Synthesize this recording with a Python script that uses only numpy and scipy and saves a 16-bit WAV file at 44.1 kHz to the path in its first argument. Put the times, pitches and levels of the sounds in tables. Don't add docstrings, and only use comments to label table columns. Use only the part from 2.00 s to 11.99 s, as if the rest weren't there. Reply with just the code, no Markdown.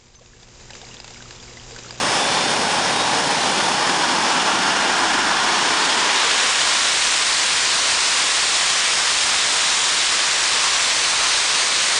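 import sys
import numpy as np
from scipy import signal
from scipy.fft import rfft, irfft
from scipy.io import wavfile
from scipy.ndimage import uniform_filter1d

SR = 44100
rng = np.random.default_rng(int(sys.argv[2]) if len(sys.argv) > 2 else 0)


def materialize(psi):
    bounded = np.clip(np.atleast_2d(psi).T, -1, 1)
    quanta = np.round(bounded * 32767).astype(np.int16)
    wavfile.write(sys.argv[1], SR, quanta)


N = 440548
TIME = np.arange(N) / SR


def gain_of(db):
    return 10 ** (np.asarray(db) / 20)


def unit_rms(x):
    return x / np.sqrt(np.mean(x ** 2) + 1e-20)


def curve_at(table, t):
    return np.interp(t, *np.transpose(table))


def spectrum_at(points, hz):
    point_hz, db = np.transpose(points)
    return np.interp(np.log(hz + 1), np.log(point_hz + 1), db)


def bell(x, centre, width):
    return 2 ** -((2 * (x - centre) / width) ** 2)


def wander(rate_hz):
    hz = np.fft.rfftfreq(N, 1 / SR)
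    return unit_rms(irfft(rfft(rng.standard_normal(N)) / (1 + (hz / rate_hz) ** 4), N))


def eddies(shape, frames, bins):
    field = uniform_filter1d(rng.standard_normal(shape), size=frames, axis=0)
    return unit_rms(uniform_filter1d(field, size=bins, axis=1))


def turbulent_tone(hz, jitter, jitter_hz, fade_db, fade_hz):
    cycles = np.cumsum(hz * (1 + jitter * wander(jitter_hz))) / SR
    return unit_rms(np.sin(2 * np.pi * cycles) * gain_of(fade_db * wander(fade_hz)))


# time_s, level_db
BUFFET_LEVELS = [(0, -67), (2.1, -66), (3.3, -51), (4.0, -66), (4.7, -57), (9.99, -55)]


def buffet(gust_db=2, low_cut_hz=22):
    low_cut = signal.butter(1, low_cut_hz, "highpass", fs=SR, output="sos")
    rumble = signal.sosfilt(low_cut, wander(rate_hz=85))
    gusts = gain_of(gust_db * wander(rate_hz=5))
    return unit_rms(rumble * gusts) * gain_of(curve_at(BUFFET_LEVELS, TIME))


def duct_howl(start_s=2.1, attack_s=0.2, hold_s=0.95, release_s=0.4, level_db=-33.5, octave_db=-6):
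    age = TIME - start_s
    pitch_hz = np.interp(age, [0, 0.52], [1258, 1412])
    envelope = np.interp(age, np.cumsum([0, attack_s, hold_s, release_s]), [0, 1, 1, 0])
    fundamental, octave = (
        turbulent_tone(pitch_hz * k, jitter=0.0115, jitter_hz=60, fade_db=2.5, fade_hz=20)
        for k in (1, 2))
    return gain_of(level_db) * envelope * (fundamental + gain_of(octave_db) * octave)


# ratio_to_main_tone, relative_level_db
BLADE_TONES = [(.755, -9), (1, 0), (1.087, -6), (1.178, -8), (1.506, -3.5), (1.75, -9), (2.405, -10.5)]
# centre_s, width_s, level_db
BLADE_WHISTLES = [(.23, .06, -35), (.42, .15, -33), (.84, .05, -33.5), (1.01, .12, -35), (1.44, .11, -36),
                  (2.11, .07, -38)]


def compressor(start_hz=3480, top_hz=5240, start_db=-38, sink_db_per_s=4, others_db=3.0):
    main_hz = np.minimum(start_hz + 297 * TIME ** 1.58, top_hz)
    whine = gain_of(start_db - sink_db_per_s * TIME)
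    whistles = sum(gain_of(db) * bell(TIME, s, width) for s, width, db in BLADE_WHISTLES)
    sound = np.zeros(N)
    for ratio, db in BLADE_TONES:
        envelope = whine + whistles if ratio == 1 else whine * gain_of(others_db)
        fade_db = 1 if ratio == 1 else 4
        tone = turbulent_tone(main_hz * ratio, jitter=0.0012, jitter_hz=50, fade_db=fade_db, fade_hz=6)
        sound += gain_of(db) * envelope * tone
    return sound


# time_s, thrust_stage (0 part power, 1 high power, 2 near full, 3 full power)
THRUST_CURVE = [(0, 0), (1.3, 0.22), (2.2, 0.65), (3.3, 1.03), (4.15, 1.7), (4.5, 2.5), (5.25, 3)]
# frequency_hz, relative_density_db
PART_POWER_SPECTRUM = [(25, -29), (60, -26), (100, -12.5), (145, -10), (185, -5.5), (380, -6.5),
                       (570, -1.5), (660, -6.5), (1100, -3.5), (1700, -6.5), (2100, -9.5), (5000, -9.5),
                       (7500, -17), (10000, -18.5)]
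HIGH_POWER_SPECTRUM = [(25, -25), (70, -23.5), (145, -14.5), (200, -5.5), (340, -3.5), (530, -10),
                       (720, -1), (1150, -0.5), (1680, -1.5), (2050, -7.5), (3000, -7), (5200, -9),
                       (7500, -15.5), (10000, -21.5)]
NEAR_FULL_SPECTRUM = [(25, -30), (80, -27), (160, -22), (270, -13), (440, -6.5), (540, -8), (800, -5.5),
                      (1800, -2.5), (2650, -3.8), (3800, -2.8), (4900, -7), (6300, -8), (7700, -11.5),
                      (10000, -18.5)]
FULL_POWER_SPECTRUM = [(25, -25.5), (150, -22.5), (300, -18), (450, -14), (750, -10), (1300, -7),
                       (2000, -6), (3100, -5.5), (4500, -5.5), (6000, -8), (7300, -9), (8800, -12),
                       (10000, -17.5)]
# level_db, resonance_hz, resonance_height_db
ROAR_STAGES = [(-19, 826, 7), (-18, 904, 3.5), (-16.8, 1030, 2), (-18, 1034, 3)]
# centre_s, width_s, added_height_db
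ROAR_SWELLS = [(1.1, .55, 0.5), (4.1, 0.39, 3), (8.67, .28, 3.5)]
# centre_hz, width_hz, height_db
DUCT_RESONANCES = [(1297, 170, -2.5), (2380, 250, 2), (2850, 200, 2), (3280, 400, 1), (3940, 300, -3),
                   (4420, 300, 0), (4820, 250, -2), (5340, 550, 1), (6700, 500, 0.5)]
# time_s, spacing_hz
DECK_COMB = [(0, 1710), (8.3, 1794), (9.6, 2150)]


def exhaust(roar_width_hz=260, deck_db=0.6, eddy_db=0.54, surge_db=0.31, flutter_db=0.67, top_hz=10281.6):
    size, hop = 2048, 512
    frame_s = np.arange(N // hop + 2) * hop / SR
    t, hz = frame_s[:, None], np.fft.rfftfreq(size, 1 / SR)
    thrust = curve_at(THRUST_CURVE, t)
    spectra = [PART_POWER_SPECTRUM, HIGH_POWER_SPECTRUM, NEAR_FULL_SPECTRUM, FULL_POWER_SPECTRUM]
    stages = np.arange(len(spectra))
    shares = [np.maximum(1 - abs(thrust - stage), 0) for stage in stages]
    level_db, roar_hz, roar_db = (np.interp(thrust, stages, col) for col in np.transpose(ROAR_STAGES))
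    roar_db += sum(height * bell(t, s, width) for s, width, height in ROAR_SWELLS)
    db = sum(share * spectrum_at(spectrum, hz) for share, spectrum in zip(shares, spectra))
    db += roar_db * bell(hz, roar_hz, roar_width_hz)
    ducts_db = sum(height * bell(hz, centre, width) for centre, width, height in DUCT_RESONANCES)
    db += (shares[0] + shares[1]) * ducts_db
    db += deck_db * np.cos(2 * np.pi * hz / curve_at(DECK_COMB, t))
    db += eddy_db * eddies(db.shape, frames=12, bins=30)
    colour = gain_of(db) * (hz < top_hz)
    colour /= np.linalg.norm(colour, axis=1, keepdims=True)
    white = rng.standard_normal(db.shape) + 1j * rng.standard_normal(db.shape)
    _, noise = signal.istft((colour * white).T, nperseg=size, noverlap=size - hop)
    unsteadiness = 1 - 0.5 * np.interp(TIME, frame_s, shares[-1][:, 0])
    swell_db = unsteadiness * (surge_db * wander(rate_hz=13) + flutter_db * wander(rate_hz=65))
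    return unit_rms(noise[:N]) * gain_of(np.interp(TIME, frame_s, level_db[:, 0]) + swell_db)


def scene():
    mono = exhaust() + compressor() + duct_howl() + buffet()
    return np.array([mono, mono])


def record(dry, ceiling=1.2, cutoff_hz=10080):
    rounded = ceiling * np.tanh(dry / ceiling)
    low_pass = signal.firwin(1023, cutoff_hz, window=("kaiser", 9), fs=SR)
    return signal.oaconvolve(rounded, low_pass[None], "same")


dry = scene()
out = record(dry)
materialize(out)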